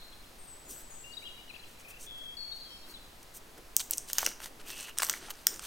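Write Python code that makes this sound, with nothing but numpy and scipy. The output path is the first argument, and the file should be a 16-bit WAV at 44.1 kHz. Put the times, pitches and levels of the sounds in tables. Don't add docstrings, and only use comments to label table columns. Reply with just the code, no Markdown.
import sys
import numpy as np
from scipy import signal
from scipy.fft import rfft, irfft
from scipy.io import wavfile
from scipy.ndimage import uniform_filter1d, map_coordinates

SR = 44100
rng = np.random.default_rng(int(sys.argv[2]) if len(sys.argv) > 2 else 0)


def to_linear_factor(level_db):
    exponent = np.asarray(level_db, float) / 20
    return 10 ** exponent


def store_pcm(level_fs):
    pcm = np.round(np.clip(level_fs, -1, 1) * 32767).astype(np.int16)
    wavfile.write(sys.argv[1], SR, np.atleast_2d(pcm).T)


N = 249606


def spectrum_at(points, hz):
    f, value = np.transpose(points)
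    return np.interp(np.log(hz + 1), np.log(f + 1), value)


def evened(x):
    return x / np.sqrt(np.mean(x ** 2) + 1e-20)


def colour(x, points):
    gain = to_linear_factor(spectrum_at(points, np.fft.rfftfreq(N, 1 / SR)))
    return irfft(rfft(x) * gain, N)


def add(mix, s, sound):
    part = mix[..., round(s * SR):][..., :sound.shape[-1]]
    part += sound[..., :part.shape[-1]]


def echoes(t60, gap_s, channels):
    t = np.arange(round(.9 * SR)) / SR
    onset = np.clip((t - gap_s) / gap_s, 0, 1)
    tail = rng.standard_normal((channels, len(t))) * to_linear_factor(-60 * t / t60) * onset
    return tail / np.linalg.norm(tail, axis=1, keepdims=True)


# (frequency [Hz], density [dB per Hz])
HISS = [(3, -1), (8, -1.5), (21, -12), (36, -14.5), (62, -20.5), (100, -24), (400, -28), (1500, -34.5),
        (5000, -36), (9000, -38), (12000, -39), (15800, -41.5)]


def microphone_hiss():
    return to_linear_factor(-52.5) * evened(colour(rng.standard_normal(N), HISS))


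# (frequency [Hz], density [dB per Hz])
AIR = [(25, -25), (60, 4), (100, -6.5), (300, -5), (700, 0.5), (1500, -4), (3000, -8), (5000, -12.5),
       (8000, -28), (12000, -38)]


def garden_air():
    return to_linear_factor(-59) * evened(colour(rng.standard_normal((2, N)), AIR))


def whistle(length, start_hz, end_hz, db, pan_db, shakes=0., depth_hz=0., throb=0.):
    t = np.arange(round(length * SR)) / SR
    shake = np.sin(2 * np.pi * shakes * t)
    hz = start_hz + (end_hz - start_hz) * (t / length) ** .75 + depth_hz * shake
    wobble = evened(uniform_filter1d(rng.standard_normal(SR // 4), 120))[:len(t)]
    hz = hz + 45 * (hz / 8000) ** 4 * wobble
    shape = signal.windows.tukey(len(t), min(0.0065 / length, 1)) * (1 + throb * shake)
    lag = np.array([[0], [2 * np.pi * rng.uniform(0.14, 0.63)]])
    ears = to_linear_factor(db + np.array([[.5], [-.5]]) * pan_db)
    return np.sqrt(2) * ears * shape * np.sin(2 * np.pi * np.cumsum(hz) / SR + lag)


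# (length [s], start [Hz], end [Hz], level [dB])
EARLIER = [
    (.07, 4290, 4110, -45),
    (.06, 4100, 3700, -51),
]
# (time [s], length [s], start [Hz], end [Hz], left-ear level [dB])
LEFT_BIRD = [(1.043, 0.01, 2530, 2880, -50), (1.037, .112, 2760, 2880, -50.5),
             (1.12, 0.017, 4420, 4570, -49.5), (1.226, .013, 2250, 2850, -48.5),
             (1.238, 0.062, 2833, 2890, -47), (1.298, .06, 2890, 2920, -53), (1.375, .045, 2900, 2930, -53),
             (1.218, 0.014, 2300, 2270, -53.5), (1.497, 0.018, 2850, 2330, -44),
             (1.538, .015, 2350, 2950, -45), (1.559, 0.011, 2950, 2370, -44),
             (1.551, 0.009, 3250, 3400, -48), (1.636, 0.014, 3400, 2350, -50),
             (2.476, 0.056, 4380, 4423, -55), (1.147, .022, 4920, 4770, -54.5),
             (1.168, 0.018, 3950, 3780, -37), (1.285, .06, 3500, 3200, -57),
             (1.273, 0.0139, 3310, 2670, -41.5), (2.65, 0.055, 3340, 3220, -55)]
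# (time [s], length [s], start [Hz], end [Hz], left-ear level [dB])
HIGH_BIRD = [(.385, 0.078, 8680, 8280, -53), (.475, 0.071, 8350, 7700, -50), (.65, 0.061, 7500, 6450, -55),
             (.69, 0.1, 8300, 7640, -49), (.897, .04, 7280, 6480, -53.5), (.9, 0.09, 8150, 7940, -51),
             (.991, 0.042, 8000, 7420, -51), (.935, .08, 6550, 6650, -61)]
# (time [s], length [s], start [Hz], end [Hz], left-ear level [dB])
FRONT_BIRDS = [(.016, .015, 3390, 3430, -56), (.012, 0.03, 3880, 3780, -60), (.128, .015, 3360, 3370, -54),
               (.237, .015, 3240, 3380, -58), (1.135, .015, 3770, 3890, -47),
               (1.186, 0.0135, 3700, 2800, -55), (1.252, 0.028, 3210, 3270, -46.5),
               (1.266, .008, 3300, 3650, -47), (1.377, .029, 2420, 2360, -59),
               (1.478, .01, 2850, 3050, -53), (1.491, .016, 4160, 4030, -50),
               (1.592, 0.015, 4080, 4070, -51), (2.893, 0.035, 4390, 4370, -54.5),
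               (1.625, .015, 3340, 3360, -56), (2.106, .24, 3354, 3294, -46), (2.519, .02, 3720, 3940, -44),
               (2.601, .075, 4110, 4150, -53), (2.702, .068, 3170, 3200, -51),
               (2.838, .022, 3960, 3980, -54.5), (2.939, 0.017, 4030, 3953, -45),
               (2.955, .024, 3410, 3580, -50.5)]
# (time [s], length [s], start [Hz], end [Hz], shake rate [per s])
WARBLES = [
    (1.78, .07, 2260, 2350, 33),
    (1.845, .135, 2380, 2640, 33),
    (2.065, .05, 3420, 3340, 115),
    (2.69, .09, 5480, 5080, 70),
]
WARBLES_DB = [-66, -56, -51, -63.5]
# (time [s], length [s], start [Hz], end [Hz], throb rate [per s])
THROBS = [(2.368, .095, 4440, 4370, 52), (2.55, .13, 4550, 4570, 62), (2.2, .105, 3355, 3335, 5),
          (2.63, .2, 6950, 6800, 40), (1.55, .04, 4550, 4550, 50), (2.46, .1, 4400, 4340, 52)]
THROBS_DB = [-45, -60, -57, -79, -66, -47]


def bird_notes(lead):
    direct = np.zeros((2, N + lead))
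    heard = direct[:, lead:]
    for note in EARLIER:
        add(direct, 0, whistle(*note, 0.))
    for song, pan_db in ((LEFT_BIRD, 24), (HIGH_BIRD, 9), (FRONT_BIRDS, 4.5)):
        for s, *note, left_db in song:
            add(heard, s, whistle(*note, left_db - pan_db / 2, pan_db))
    for (s, *note, shakes), db in zip(WARBLES, WARBLES_DB):
        add(heard, s, whistle(*note, db, 6.0, shakes, depth_hz=140, throb=0.43))
    for (s, *note, shakes), db in zip(THROBS, THROBS_DB):
        add(heard, s, whistle(*note, db, 8., shakes, depth_hz=15, throb=.4))
    return direct


# (frequency [Hz], echo level [dB])
WETNESS = [(1500, -10), (3000, 1.5), (4500, 5.5), (6000, 9), (8000, 5.5)]


def birds():
    lead = SR // 10
    direct = bird_notes(lead)
    trees = signal.fftconvolve(direct[:1], echoes(t60=1.1, gap_s=0.008, channels=2), axes=1)
    trees = trees[:, lead:N + lead]
    drift = uniform_filter1d(uniform_filter1d(rng.standard_normal(N), 700), 700)
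    sway = np.arange(N) + 1.4 * evened(drift)
    trees = np.array([map_coordinates(ear, [sway], order=3, mode="nearest") for ear in trees])
    return to_linear_factor(0.5) * direct[:, lead:] + to_linear_factor([[-9], [-11]]) * colour(trees, WETNESS)


def crackle(per_s, spread_db):
    clumps = to_linear_factor(2.2 * evened(uniform_filter1d(rng.standard_normal(N), 150)))
    size = to_linear_factor(spread_db * np.minimum(rng.exponential(1, N), 4)) * rng.standard_normal(N)
    return evened(clumps * size * (rng.random(N) < per_s / SR))


def hum(curve, half_width_hz):
    s, hz, db = np.transpose(curve)
    t = np.arange(N) / SR
    lowpass = signal.butter(2, half_width_hz, fs=SR, output="sos")
    grain = evened(signal.sosfilt(lowpass, crackle(per_s=8000, spread_db=0.0)))
    level = to_linear_factor(np.interp(t, s, db, left=-120, right=-120))
    carrier = np.sin(2 * np.pi * np.cumsum(np.interp(t, s, hz)) / SR)
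    return np.sqrt(2) * level * grain * carrier


# (time [s], pitch [Hz], level [dB])
HOLLOW = [
    (4.64, 2600, -69),
    (4.679, 2640, -52.5),
    (4.778, 2760, -51.5),
    (4.86, 2800, -53),
    (4.91, 2860, -52.5),
    (4.94, 2890, -71),
]


def hollow_case():
    return hum(HOLLOW, half_width_hz=220)


# (time [s], pitch [Hz], level [dB])
RIM = [
    (4.65, 13700, -70),
    (4.69, 13700, -55),
    (4.71, 13800, -54),
    (4.76, 14000, -65),
    (4.9, 13600, -63),
    (4.92, 13600, -75),
]


def nail_on_rim():
    return hum(RIM, half_width_hz=500)


def ring(x, modes):
    pulse, body = signal.unit_impulse(1024), 0
    for k, (hz, width, db) in enumerate(modes):
        b, a = signal.iirpeak(hz, hz / width, SR)
        body = body + (-1) ** k * to_linear_factor(db) * signal.lfilter(b, a, signal.lfilter(b, a, pulse))
    return signal.oaconvolve(x, body / np.linalg.norm(body))[:N]


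# (frequency [Hz], width [Hz], level [dB])
PRESS = [(330, 334, 0)]
# (time [s], level [dB], fall on either side [dB per s])
PRESSES = [
    (.71, -57.5, 78),
    (2.9, -60, 120),
    (3.37, -64.5, 28),
    (3.59, -52.5, 450),
    (3.95, -61.5, 25),
    (4.27, -51.5, 240),
    (4.68, -59.5, 18),
    (5.11, -55, 154),
    (5.23, -55, 108),
    (5.53, -52.5, 190),
]


def cake_rub():
    t = np.arange(N) / SR
    press_db = np.max([db - fall * abs(t - s) for s, db, fall in PRESSES], axis=0)
    grip_db = -69
    return to_linear_factor(np.maximum(press_db, grip_db)) * ring(rng.standard_normal(N), PRESS)


# (frequency [Hz], width [Hz], level [dB])
THUD = [(740, 900, 13.4), (1626, 1250, 20.2)]
BODY = [(3004, 1050, -2), (4440, 2200, -3.5)]
CRACK = [(5950, 1560, 0.013), (8600, 2930, 0)]
FIZZ = [(13900, 4100, -10), (14300, 1400, -14)]


def paper(drive):
    return sum(ring(d, modes) for d, modes in zip(drive, (CRACK, THUD, BODY, FIZZ)))


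# (time [s], length [s], crack [dB], thud over crack [dB], fizz over crack [dB])
SLIDES = [(.671, 0.092, -48, -38, -7), (.707, 0.15, -58.5, -5, -2), (1.18, .073, -67, -7, -6),
          (1.637, 0.13, -63.5, -8, -9), (1.787, 0.038, -58.5, -8, -12), (1.872, .062, -56.5, -9, -5),
          (1.976, .11, -50.5, -26, -13), (2.17, .03, -68, -12, 2), (2.22, 0.044, -66, -7, -9),
          (2.54, .041, -64, -9, -6), (2.856, 0.098, -61.5, 0, -2), (3.225, 0.012, -58.5, -6, -5),
          (3.33, .066, -50.5, -46, -6), (3.568, 0.027, -61.5, 3, -6)]
# (time [s], length [s], crack [dB], thud over crack [dB], fizz over crack [dB])
TEARS = [(3.792, 0.029, -37, -12.5, -11), (3.905, 0.053, -48, -16, -7), (4.063, 0.078, -49, -11, -8),
         (4.124, 0.1, -49.5, -7, -1), (4.182, 0.077, -46.5, -2, -5), (4.237, 0.072, -47.5, -12, -5),
         (4.28, 0.062, -55.5, -3, -8), (4.383, .12, -53.5, -1.5, -4), (4.425, 0.031, -46, -11, -12),
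         (4.588, 0.036, -57.5, 0, -11), (4.638, 0.13, -50, -5.5, -11), (4.7, 0.012, -44, -9, -6),
         (4.718, 0.18, -48.5, -6, -13), (4.856, 0.064, -53.5, 1.5, -10), (4.989, 0.13, -48, -9, -2),
         (5.083, .13, -53, -0.5, -7), (5.019, 0.017, -36, -2, -2), (4.992, 0.013, -52, 10, -6),
         (4.259, .009, -36, -3, -8), (5.172, 0.16, -54.5, 1, -21), (5.297, 0.023, -46, -2, 1),
         (5.305, 0.18, -63, 0.5, -7), (5.464, 0.13, -63, 6, -21), (5.6, 0.11, -48, -4.5, -10)]


def rustle():
    power = np.zeros((4, N))
    for scuffs, body_db in ((SLIDES, -6), (TEARS, -0.8)):
        for s, length, db, depth_db, fizz_db in scuffs:
            swell = signal.windows.tukey(round(length * SR), .85)
            parts_db = np.array([0, depth_db, body_db + 0.2 * depth_db, fizz_db])
            add(power, s, (to_linear_factor(db + parts_db[:, None]) * swell) ** 2)
    fine = crackle(per_s=10000, spread_db=-4.0)
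    coarse = crackle(per_s=5000, spread_db=0.1)
    middle = crackle(per_s=5000, spread_db=1.5)
    thin = crackle(per_s=6000, spread_db=2)
    grains = [fine, coarse, 0.9 * coarse + 0.72 * middle, 1.34 * fine + 0.69 * thin]
    return paper(np.sqrt(power) * grains)


def flattened(noise, bins):
    spectrum = rfft(noise)
    return irfft(spectrum / uniform_filter1d(abs(spectrum), size=bins))


# (frequency [Hz], level [dB])
TOP = [(15900, 0), (16100, -17), (17100, -22), (17200, -90)]
# (time [s], level [dB], pitch of the
# patch [Hz])
FLEXES = [(4.1838, -26.5, 6100), (4.2619, -38, 5950), (4.2641, -25.5, 5870), (4.29, -47, 5950),
          (5.0963, -36, 6100), (5.542, -47, 6300), (4.2296, -35, 800), (4.273, -41.5, 422),
          (4.418, -47, 1540), (4.4595, -46, 1100), (4.703, -50, 1190), (4.884, -48, 1640),
          (4.999, -37, 1080), (5.021, -39, 940), (5.117, -45, 1530), (5.138, -38, 1900), (5.286, -50, 800),
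          (5.63, -51, 1340), (4.19, -41, 14000), (4.2055, -39, 13800), (4.2305, -42, 14000),
          (4.2635, -35, 13900), (4.684, -51, 13700), (4.8075, -44, 8000), (4.9858, -29, 9100),
          (5.0323, -29.5, 8050), (5.0035, -40, 5300), (5.067, -41, 5500), (3.7958, -38.5, 4500),
          (3.8063, -46, 3600), (5.338, -56, 5550), (5.354, -55, 5000), (4.601, -57, 2720),
          (3.766, -23, 14300), (5.4695, -28, 6400), (5.4695, -24, 14400), (5.0315, -33, 650),
          (4.2635, -31, 2900), (4.193, -41, 2800), (4.7025, -44, 6000), (5.101, -38, 7500),
          (3.909, -30, 9500), (3.588, -52, 600)]


def flexes():
    out, t = np.zeros(N), np.arange(300) / SR
    decay_s = 0.0008
    for s, db, hz in FLEXES:
        noise = rng.standard_normal(len(t)) * np.exp(-t / decay_s)
        shake = evened(flattened(noise, 9) * np.exp(-t / (2 * decay_s)))
        width_hz = 530 + .22 * hz
        add(out, s, ring(to_linear_factor(db) * shake, [(hz, width_hz, 0)]))
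    return colour(out, TOP)


# (time [s], crack [dB], depth of fold as thud over crack [dB], fizz
# over crack [dB])
PLEAT_SNAPS = [(3.7662, -14, -48, -4), (3.8985, -51, -12, 3), (3.796, -36, -6, -11), (3.9098, -26, -35, 7),
               (3.915, -43, -14, -2), (3.924, -46, -6, -10), (3.9297, -36.5, -18, -10),
               (3.9343, -24.5, -27, -14), (3.9367, -29.5, -22, -10), (3.9747, -41, -21, 8),
               (3.982, -24, -39, -10), (4.205, -47, -12, 7), (4.087, -45, -19, -9), (4.1, -35.5, -3, -9),
               (4.1321, -24.5, -20, 3), (4.1532, -42, -9, -2), (4.183, -30, 1.5, -2), (4.1839, -22, -15, 0),
               (4.1872, -28, -18, -8), (4.1897, -36.5, 0, 4), (4.193, -44, 2, -8), (4.2167, -33, -21, -7),
               (4.22, -41, -9, 0), (4.2298, -43.5, 6, -6), (4.2456, -34, -24, -7), (4.2492, -33, -20, -13),
               (4.253, -28, -24, -16), (4.261, -35, -4, -5), (4.2631, -25, -4.5, -9),
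               (4.274, -45.5, 8.5, -6), (4.315, -51.5, 7, -11),
               (4.4026, -44.5, 2.5, -17), (4.442, -39, -24, -10), (4.4584, -38, -1.5, -18),
               (4.8087, -41, -19, -6), (4.9722, -47, 2, -14), (4.9777, -34.5, -14, -11),
               (4.9854, -24, -17, -1.5), (5.0013, -32, 1, -14), (5.0056, -33, -20, -9),
               (5.0205, -27.5, 0, -4), (5.032, -26, 3.5, -5), (5.0435, -30, -36, -1),
               (5.048, -28.5, -37, 0), (5.059, -42, -4, -4), (5.067, -39, -9, -6), (5.0875, -40, 2, 5),
               (5.0969, -20.5, -6, -3), (5.1008, -33, -22, -14), (5.11, -41, -19, 12),
               (5.1293, -34, -26, -4), (5.138, -45, 7, -4), (5.038, -38, -15, -3), (5.305, -35, -10, -10),
               (5.295, -51.5, 7, -11), (5.4676, -39, -12, 7), (5.4691, -14, -15, -3.5),
               (5.539, -49, -21, -21), (5.5433, -44, -18, -20), (5.5606, -40, -16, -25),
               (5.572, -51, -2, -15), (5.594, -34.5, -7, -19)]


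def snaps():
    drive, t = np.zeros((4, N)), np.arange(220) / SR
    for s, db, depth_db, fizz_db in PLEAT_SNAPS:
        ms = max(.53 + .016 * depth_db - .0125 * db, .2)
        body_db = -2.5 + 0.29 * depth_db
        noise = rng.standard_normal(len(t)) * t * np.exp(-t / (0.0011 * ms))
        envelope = np.minimum(t / 0.00014, 1) * np.exp(-t / (.0016 * ms))
        burst = evened(flattened(noise, 11) * envelope)
        parts_db = np.array([0, depth_db, body_db, fizz_db])[:, None]
        add(drive, s - .0003, to_linear_factor(db - 6.0 + parts_db) * burst * [[1], [1], [1], [-1]])
    return colour(paper(drive), TOP)


# (frequency [Hz], level [dB])
ROOM = [(200, -5), (2000, -3), (3000, -4.5), (4500, -4.5), (7000, -2.5), (10000, -4.5), (16000, -8.5)]


def room_tail(snap):
    tail = signal.fftconvolve(snap, echoes(t60=0.35, gap_s=0.0012, channels=1)[0])[:N]
    return to_linear_factor(-7.5) * colour(tail, ROOM)


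def scene():
    snap = snaps() + flexes()
    background = microphone_hiss() + garden_air() + birds()
    handling = cake_rub() + rustle() + hollow_case() + nail_on_rim()
    steady = background + handling + room_tail(snap)
    edge_hz = 15950
    below_edge = np.fft.rfftfreq(N, 1 / SR) < edge_hz
    return snap + irfft(rfft(steady) * below_edge, N)


def low_pass(x):
    return signal.sosfilt(signal.butter(12, 17150, fs=SR, output="sos"), x)


def record(dry):
    mix = np.clip(dry, -1, 1)
    return low_pass(mix)


dry = scene()
out = record(dry)
store_pcm(out)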